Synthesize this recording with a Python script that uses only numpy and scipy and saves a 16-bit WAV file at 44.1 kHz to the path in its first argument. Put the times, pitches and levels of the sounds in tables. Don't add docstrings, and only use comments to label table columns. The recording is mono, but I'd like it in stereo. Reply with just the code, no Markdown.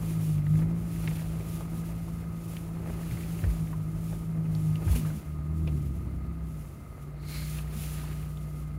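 import sys
import numpy as np
from scipy import signal
from scipy.fft import rfft, irfft
from scipy.io import wavfile

SR = 44100
rng = np.random.default_rng(int(sys.argv[2]) if len(sys.argv) > 2 else 0)


def unload_wav(signal):
    wavfile.write(
        sys.argv[1],
        SR,
        np.round(np.clip(np.atleast_2d(signal).T, -1, 1) * 32767).astype(np.int16),
    )


N = 387198
TIME = np.arange(N) / SR

# time in seconds, crank speed in turns per second [Hz], load in relative dB.
PULLING = [(0.0, 27.56, -41.5), (0.24, 26.45, -41.5), (0.43, 24.64, -41.5), (0.64, 26.92, -36),
           (0.75, 28.06, -39), (0.95, 27.75, -42), (1.08, 26.52, -43), (1.19, 26.92, -45.5),
           (1.94, 27.71, -43.5), (2.48, 27.57, -46), (3.5, 27.5, -44.5), (3.81, 26.05, -45.5),
           (4.02, 27.2, -45.5), (4.23, 27.2, -44.5), (4.72, 26, -40.5), (4.9, 26.93, -49.5),
           (5.12, 25.72, -40.5)]
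# time in seconds, crank speed in turns per second [Hz], load in relative dB.
EASING = [(5.2, 38.8, -42), (5.4, 37.14, -40), (5.59, 39.95, -35), (5.72, 37.63, -35.5), (5.96, 33.41, -38),
          (6.44, 32.73, -38), (6.76, 27.93, -53.5), (7.45, 30.57, -40.5), (8.78, 30.16, -42.5)]
# multiple of the crank speed, level in dB against the load.
PULLING_ORDERS = [(2, -3.5), (4, -0.5), (6, -1), (8, -7.5), (10, -12), (12, -14.5), (14, -20.5), (16, -24)]
# multiple of the crank speed, level in dB against the load.
EASING_ORDERS = [(2, 1), (3, -15), (4, -12), (5, -11.5), (6, -19), (7, -16.5), (8, -18), (9, -22.5),
                 (10, -25)]
# frequency in Hz, gain in dB.
CAB_RESONANCE = [(50, -1), (75, 1.5), (102, 7.5), (120, -8), (133, 5.5), (146, 15.5), (156, 15.5),
                 (166, 8.5), (188, -0.5), (212, -3.5), (290, -1.5), (320, 4), (400, -9.5)]
# time in seconds, body rumble in relative dB, tyre grinding in relative dB.
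GROUND = [(0.0, -46, -49.5), (0.4, -47.5, -57), (0.68, -45.5, -53.5), (1.5, -46.5, -52),
          (2.4, -48.5, -55.5), (2.85, -45.5, -51), (3.45, -45, -52), (3.9, -46.5, -56.5),
          (4.75, -48, -53.5), (4.9, -39.5, -49.5), (5.3, -50.5, -58), (5.75, -41.5, -58),
          (6.75, -50.5, -59), (8.0, -50.5, -55.5), (8.78, -49.5, -61)]

# frequency in Hz, density in relative dB per Hz.
RUMBLE_SPECTRUM = [(20, -30), (30, -7), (40, -0.5), (55, 8), (80, 7), (125, 1), (200, -1.5), (260, -6),
                   (340, -6), (450, -19.5), (900, -58)]
GRIND_SPECTRUM = [(150, -13), (300, 4), (400, 5.5), (500, 3), (680, 1), (850, -0.5), (1100, -3.5),
                  (1500, -10), (2500, -12), (6000, -77)]
CRUNCH_SPECTRUM = [(600, -3), (1200, 0), (1600, 1.5), (2100, 0), (2700, 1), (3400, -8.5), (4400, -3),
                   (6000, -18.5), (15000, -35)]
CLOTH_SPECTRUM = [(800, -22), (2500, 1.5), (4300, -3.5), (5700, -2.5), (7400, -1), (8100, -6), (8900, 0),
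                  (10200, 2), (11600, 2.5), (13000, -2), (13900, -4.5), (14800, 2), (16000, -6)]
FAN_AIR_SPECTRUM = [(400, -14.5), (670, -6), (850, -29), (1080, -12.5), (1190, -5.5), (1290, -3.5),
                    (1430, -14), (1900, -24), (2090, -7.5), (2300, -32), (5000, -36), (15000, -32)]
# frequency in Hz, middle level in dB, left minus right in dB.
FAN_TONES = [(1240, -66.5, -12.5), (668, -73, -3), (2095, -79, 5)]
# frequency in Hz, likeness from 0 to 1.
LIKENESS = [(60, 0.9), (160, 1), (260, 0.67), (500, 0.42), (1000, 0.041), (2000, 0), (16000, 0.0092)]
# frequency in Hz, left minus right in dB.
BALANCE = [(50, -4), (130, 3), (300, -0.5), (700, 0), (1050, 1), (1250, -6.5), (1550, -0.5), (2100, 1.5),
           (3500, 2.5), (5200, -0.5), (7300, 6.5), (9000, 6.5), (11500, 1), (15000, .5)]

# start in seconds, level in dB, final pitch in Hz, swell time in seconds.
THUMPS = [(3.115, -29, 97.3, .017), (3.432, -19.5, 70.5, 0.012), (3.458, -20, 48, 0.026),
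          (4.867, -18.5, 69, 0.0098), (4.896, -17, 54.7, 0.022), (4.945, -21, 51, 0.0088)]
# start in seconds, level in dB, final pitch in Hz.
FLEXES = [(1.71, -41, 223), (4.953, -33.5, 233), (5.135, -37, 198), (7.748, -40, 204.3)]
# start in seconds, relative level in dB, ring in Hz,
# 60 dB decay time in seconds, dull panel knock in dB against that level.
KNOCKS = [(.466, -43, 1902, .032, -12), (.555, -42, 1900, .03, -4), (.59, -42, 1700, 0.057, 4),
          (0.619, -43, 1703, .06, 6), (.726, -45, 1100, 0.018, 1), (1.075, -25, 2110, 0.022, -19),
          (1.113, -47, 1700, .05, 10), (1.154, -45, 2406, 0.094, -8), (1.606, -41, 1101, 0.055, 5.5),
          (2.079, -40, 899, 0.05, -10), (2.567, -31.5, 2620, .018, -22), (3.389, -41.5, 2488, 0.027, -7),
          (3.439, -35.5, 1800, 0.041, 1.5), (3.729, -37.5, 1030, 0.053, -20), (4.127, -48, 1501, .06, 13),
          (4.55, -35, 4650, 0.01, -7), (4.756, -31.5, 2596, 0.012, -17), (4.821, -50, 900, .12, 14),
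          (4.877, -40, 1624, .076, 7), (4.928, -40, 850, 0.05, 1), (4.958, -40.5, 2672, 0.062, 3),
          (5.048, -39.5, 1150, 0.038, -5), (5.1, -38, 1400, 0.029, -1), (5.673, -40, 2640, 0.066, 3),
          (7.586, -33, 2500, 0.027, -11), (7.835, -39.5, 2620, .04, -12), (8.035, -42, 960, .06, -16),
          (8.372, -49, 3468, .03, -3)]
# peak in seconds, level in dB, rise in seconds, fall in seconds.
CRUNCHES = [(.1, -65, 0.22, 0.52), (1.12, -56.5, 0.25, 0.36), (1.8, -65.5, 0.9, 0.68),
            (3.2, -56.5, 0.42, 0.41), (4.92, -56, 0.19, 0.26), (7.36, -52.5, .1, 0.1),
            (7.58, -48.5, .06, 0.034), (7.99, -52, .35, 0.23)]
# peak in seconds, relative level in dB,
# rise in seconds, fall in seconds.
RUSTLES = [(.11, -51, .15, 0.076), (.29, -52, 0.17, 0.1), (.6, -56.5, 0.19, 0.067),
           (1.12, -53.5, 0.42, 0.28), (1.55, -53, 0.21, .12), (1.8, -56, 0.15, 0.53),
           (2.53, -55, 0.17, 0.19), (3.18, -53, 0.4, 0.55), (3.55, -60.5, .2, .3), (4.1, -56, 0.21, 0.21),
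           (4.62, -57.5, 0.24, 0.39), (4.92, -48.5, 0.082, 0.22), (4.962, -45, 0.019, 0.032),
           (5.14, -60, 0.12, 0.22), (5.72, -61.5, 0.29, 0.47), (6.58, -62, 0.16, .4),
           (7.03, -64, 0.14, 0.09), (7.36, -48.5, 0.086, 0.21), (7.55, -50.5, 0.092, 0.095),
           (7.83, -49, .14, 0.22), (8.02, -54.5, 0.15, 0.37), (8.62, -63, 0.75, .13)]
# peak in seconds, relative level in dB, rise in seconds, fall in seconds.
SLIPS = [(7.36, -50, 0.099, 0.13)]
# frequency in Hz, width in Hz, relative level in dB.
SQUEAK_MODES = [(2180, 200, 0), (4200, 460, 4)]

SWELL_DROP_DB, SWELL_ROUNDNESS = 10.5, 1.4
GRIT_BED_DB, CLOTH_BED_DB = -69, -74.5
FREED_S, UNLOAD_S, PICK_UP_S = 5.2, 0.15, 0.1
SHAKE_RAD = 0.011
BOOM_HZ, BOOM_WIDTH_HZ = 148, 65
EDGE_HZ = 15800


def gain_of(db):
    return 10 ** (np.asarray(db) / 20)


def evened(x):
    return x / np.sqrt(np.mean(x ** 2) + 1e-20)


def read(points, hz):
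    f, value = np.transpose(points)
    return np.interp(np.log(hz + 1), np.log(f + 1), value)


def curves(rows):
    s, *columns = np.transpose(rows)
    return [np.interp(TIME, s, column) for column in columns]


def add(mix, s, sound):
    part = mix[:, max(round(s * SR), 0):][:, :sound.shape[-1]]
    part += sound[..., :part.shape[1]]


def pan(side_db):
    return gain_of(np.array([[0.5], [-0.5]]) * side_db)


def wander(rate_hz):
    hz = np.fft.rfftfreq(N, 1 / SR)
    slow = rfft(rng.standard_normal(N)) * np.exp(-(hz / rate_hz) ** 2)
    return evened(irfft(slow, N))


def swells(rows):
    power = np.zeros(N)
    for s, db, rise, fall in rows:
        away = np.maximum((s - TIME) / rise, (TIME - s) / fall)
        power += gain_of(db - SWELL_DROP_DB * abs(away) ** SWELL_ROUNDNESS) ** 2
    return np.sqrt(power)


def in_cab(drive, spectrum):
    hz = np.fft.rfftfreq(N, 1 / SR)
    a, b = rfft(drive)
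    same = np.clip(read(LIKENESS, hz), -1, 1)
    pair = np.array([a, same * a + np.sqrt(1 - same ** 2) * b])
    pair = pair * pan(read(BALANCE, hz))
    sound = irfft(pair * gain_of(read(spectrum, hz)), N)
    return sound / np.std(sound.mean(0))


def grains(per_s, spread_db, share):
    happens = rng.random(N) < per_s / SR
    size = gain_of(spread_db * np.minimum(rng.exponential(1, N), 4)) * happens
    slips, bed = rng.standard_normal((2, 2, N))
    return np.sqrt(share) * evened(slips * size) + np.sqrt(1 - share) * bed


def fan():
    out = gain_of(-59.5) * in_cab(rng.standard_normal((2, N)), FAN_AIR_SPECTRUM)
    clock = np.cumsum(1 + 0.0012 * wander(5.8)) / SR
    for hz, db, side_db in FAN_TONES:
        level = gain_of(db + 2.4 * wander(3.5))
        out += pan(side_db) * level * np.sqrt(2) * np.sin(2 * np.pi * hz * clock)
    return out


def jacket():
    sway = np.hypot(swells(RUSTLES), gain_of(CLOTH_BED_DB))
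    flutter_db = 2.5 + 1.1 * wander(30) + 0.66 * wander(17)
    return sway * gain_of(flutter_db) * in_cab(grains(per_s=2500, spread_db=-1, share=0.15), CLOTH_SPECTRUM)


def rattle(hz, sharpness, t60):
    t = np.arange(SR // 4) / SR
    burst = rng.standard_normal((2, len(t)))
    ring = evened(signal.lfilter(*signal.iirpeak(min(hz, SR / 3), sharpness, fs=SR), burst))
    onset = 1 - np.exp(-t / 0.0004)
    decay = gain_of(-60 * t / t60) + gain_of(-27) * gain_of(-60 * t / 0.16)
    return ring * onset * decay


def knock(db, hz, t60, body_db):
    small = rattle(hz, sharpness=4.9, t60=t60)
    muffled = signal.lfilter(*signal.butter(2, min(2.0 * hz, SR / 3), fs=SR), small)
    panel = signal.lfilter(*signal.butter(2, 900, fs=SR), rattle(hz=408, sharpness=1.6, t60=0.079))
    return gain_of(db) * (pan(3.2) * muffled + gain_of(body_db) * panel)


def pebbles():
    per_s, over_grit_db, spread_db = 9, 11.5, 2.5
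    middle_hz, spread_octaves = 1980, 0.31
    crush = swells(CRUNCHES) + gain_of(GRIT_BED_DB)
    out = np.zeros((2, N))
    for when, size, pitch in rng.random((round(per_s * N / SR), 3)):
        at = int(when * N)
        db = over_grit_db + spread_db * (2 * size - 1)
        hz = middle_hz * 2 ** (spread_octaves * (2 * pitch - 1))
        add(out, at / SR, crush[at] * knock(db, hz, t60=0.028, body_db=-12))
    return out


def squeak():
    slips = rng.standard_normal((2, N))
    rings = np.zeros((2, N))
    for hz, width_hz, db in SQUEAK_MODES:
        mode = signal.lfilter(*signal.iirpeak(hz, hz / width_hz, fs=SR), slips)
        rings += gain_of(db) * evened(mode)
    return pan(1.7) * swells(SLIPS) * rings


def thump(db, end_hz, sink, swell):
    t = np.arange(SR // 3) / SR
    hz = end_hz * (1 + sink * np.exp(-t / 0.037))
    envelope = t / swell * np.exp(1 - t / swell)
    return pan(1.0) * gain_of(db) * envelope * np.sin(2 * np.pi * np.cumsum(hz) / SR)


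def tyres():
    rumble_db, grind_db = curves(GROUND)
    crush = np.hypot(swells(CRUNCHES), gain_of(GRIT_BED_DB))
    rumble = gain_of(rumble_db + 6.0) * in_cab(rng.standard_normal((2, N)), RUMBLE_SPECTRUM)
    grind_gain = gain_of(grind_db + 1.0 + 1.37 * wander(31))
    grind = grind_gain * in_cab(grains(per_s=260, spread_db=1.7, share=0.33), GRIND_SPECTRUM)
    grit_gain = crush * gain_of(1.6 * wander(30))
    grit = grit_gain * in_cab(grains(per_s=430, spread_db=-1.5, share=0.19), CRUNCH_SPECTRUM)
    return rumble + grind + grit


def engine(rows, orders, side_db, lope_db):
    turns_hz, load_db = curves(rows)
    angle = 2 * np.pi * np.cumsum(turns_hz) / SR + SHAKE_RAD * wander(11)
    out = np.zeros((2, N))
    for order, db in orders:
        hz = order * turns_hz
        level_db = load_db + db + read(CAB_RESONANCE, hz) + lope_db * wander(21.2)
        near_boom = np.exp(-((hz - BOOM_HZ) / BOOM_WIDTH_HZ) ** 2)
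        tone = np.sqrt(2) * np.sin(order * angle + 2 * np.pi * rng.random())
        out += pan(side_db * near_boom) * gain_of(level_db) * tone
    return out


def drone():
    pulling = engine(PULLING, PULLING_ORDERS, side_db=5.0, lope_db=1.64)
    easing = engine(EASING, EASING_ORDERS, side_db=5.5, lope_db=0.2)
    loaded = np.clip((FREED_S - TIME) / UNLOAD_S, 0, 1)
    freed = np.clip((TIME - FREED_S) / PICK_UP_S, 0, 1)
    return loaded * pulling + freed * easing


def scene():
    mix = fan() + jacket() + pebbles() + squeak() + tyres() + drone()
    for s, *row in KNOCKS:
        add(mix, s, knock(*row))
    for s, db, hz in FLEXES:
        add(mix, s, thump(db, hz, sink=0.066, swell=0.021))
    for s, db, hz, swell in THUMPS:
        add(mix, s, thump(db, hz, sink=0.52, swell=swell))
    return mix


def record(dry):
    low_pass = signal.firwin(1023, EDGE_HZ, window=("kaiser", 9), fs=SR)
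    return signal.oaconvolve(dry, low_pass[None], "same", axes=1)


dry = scene()
out = record(dry)
unload_wav(out)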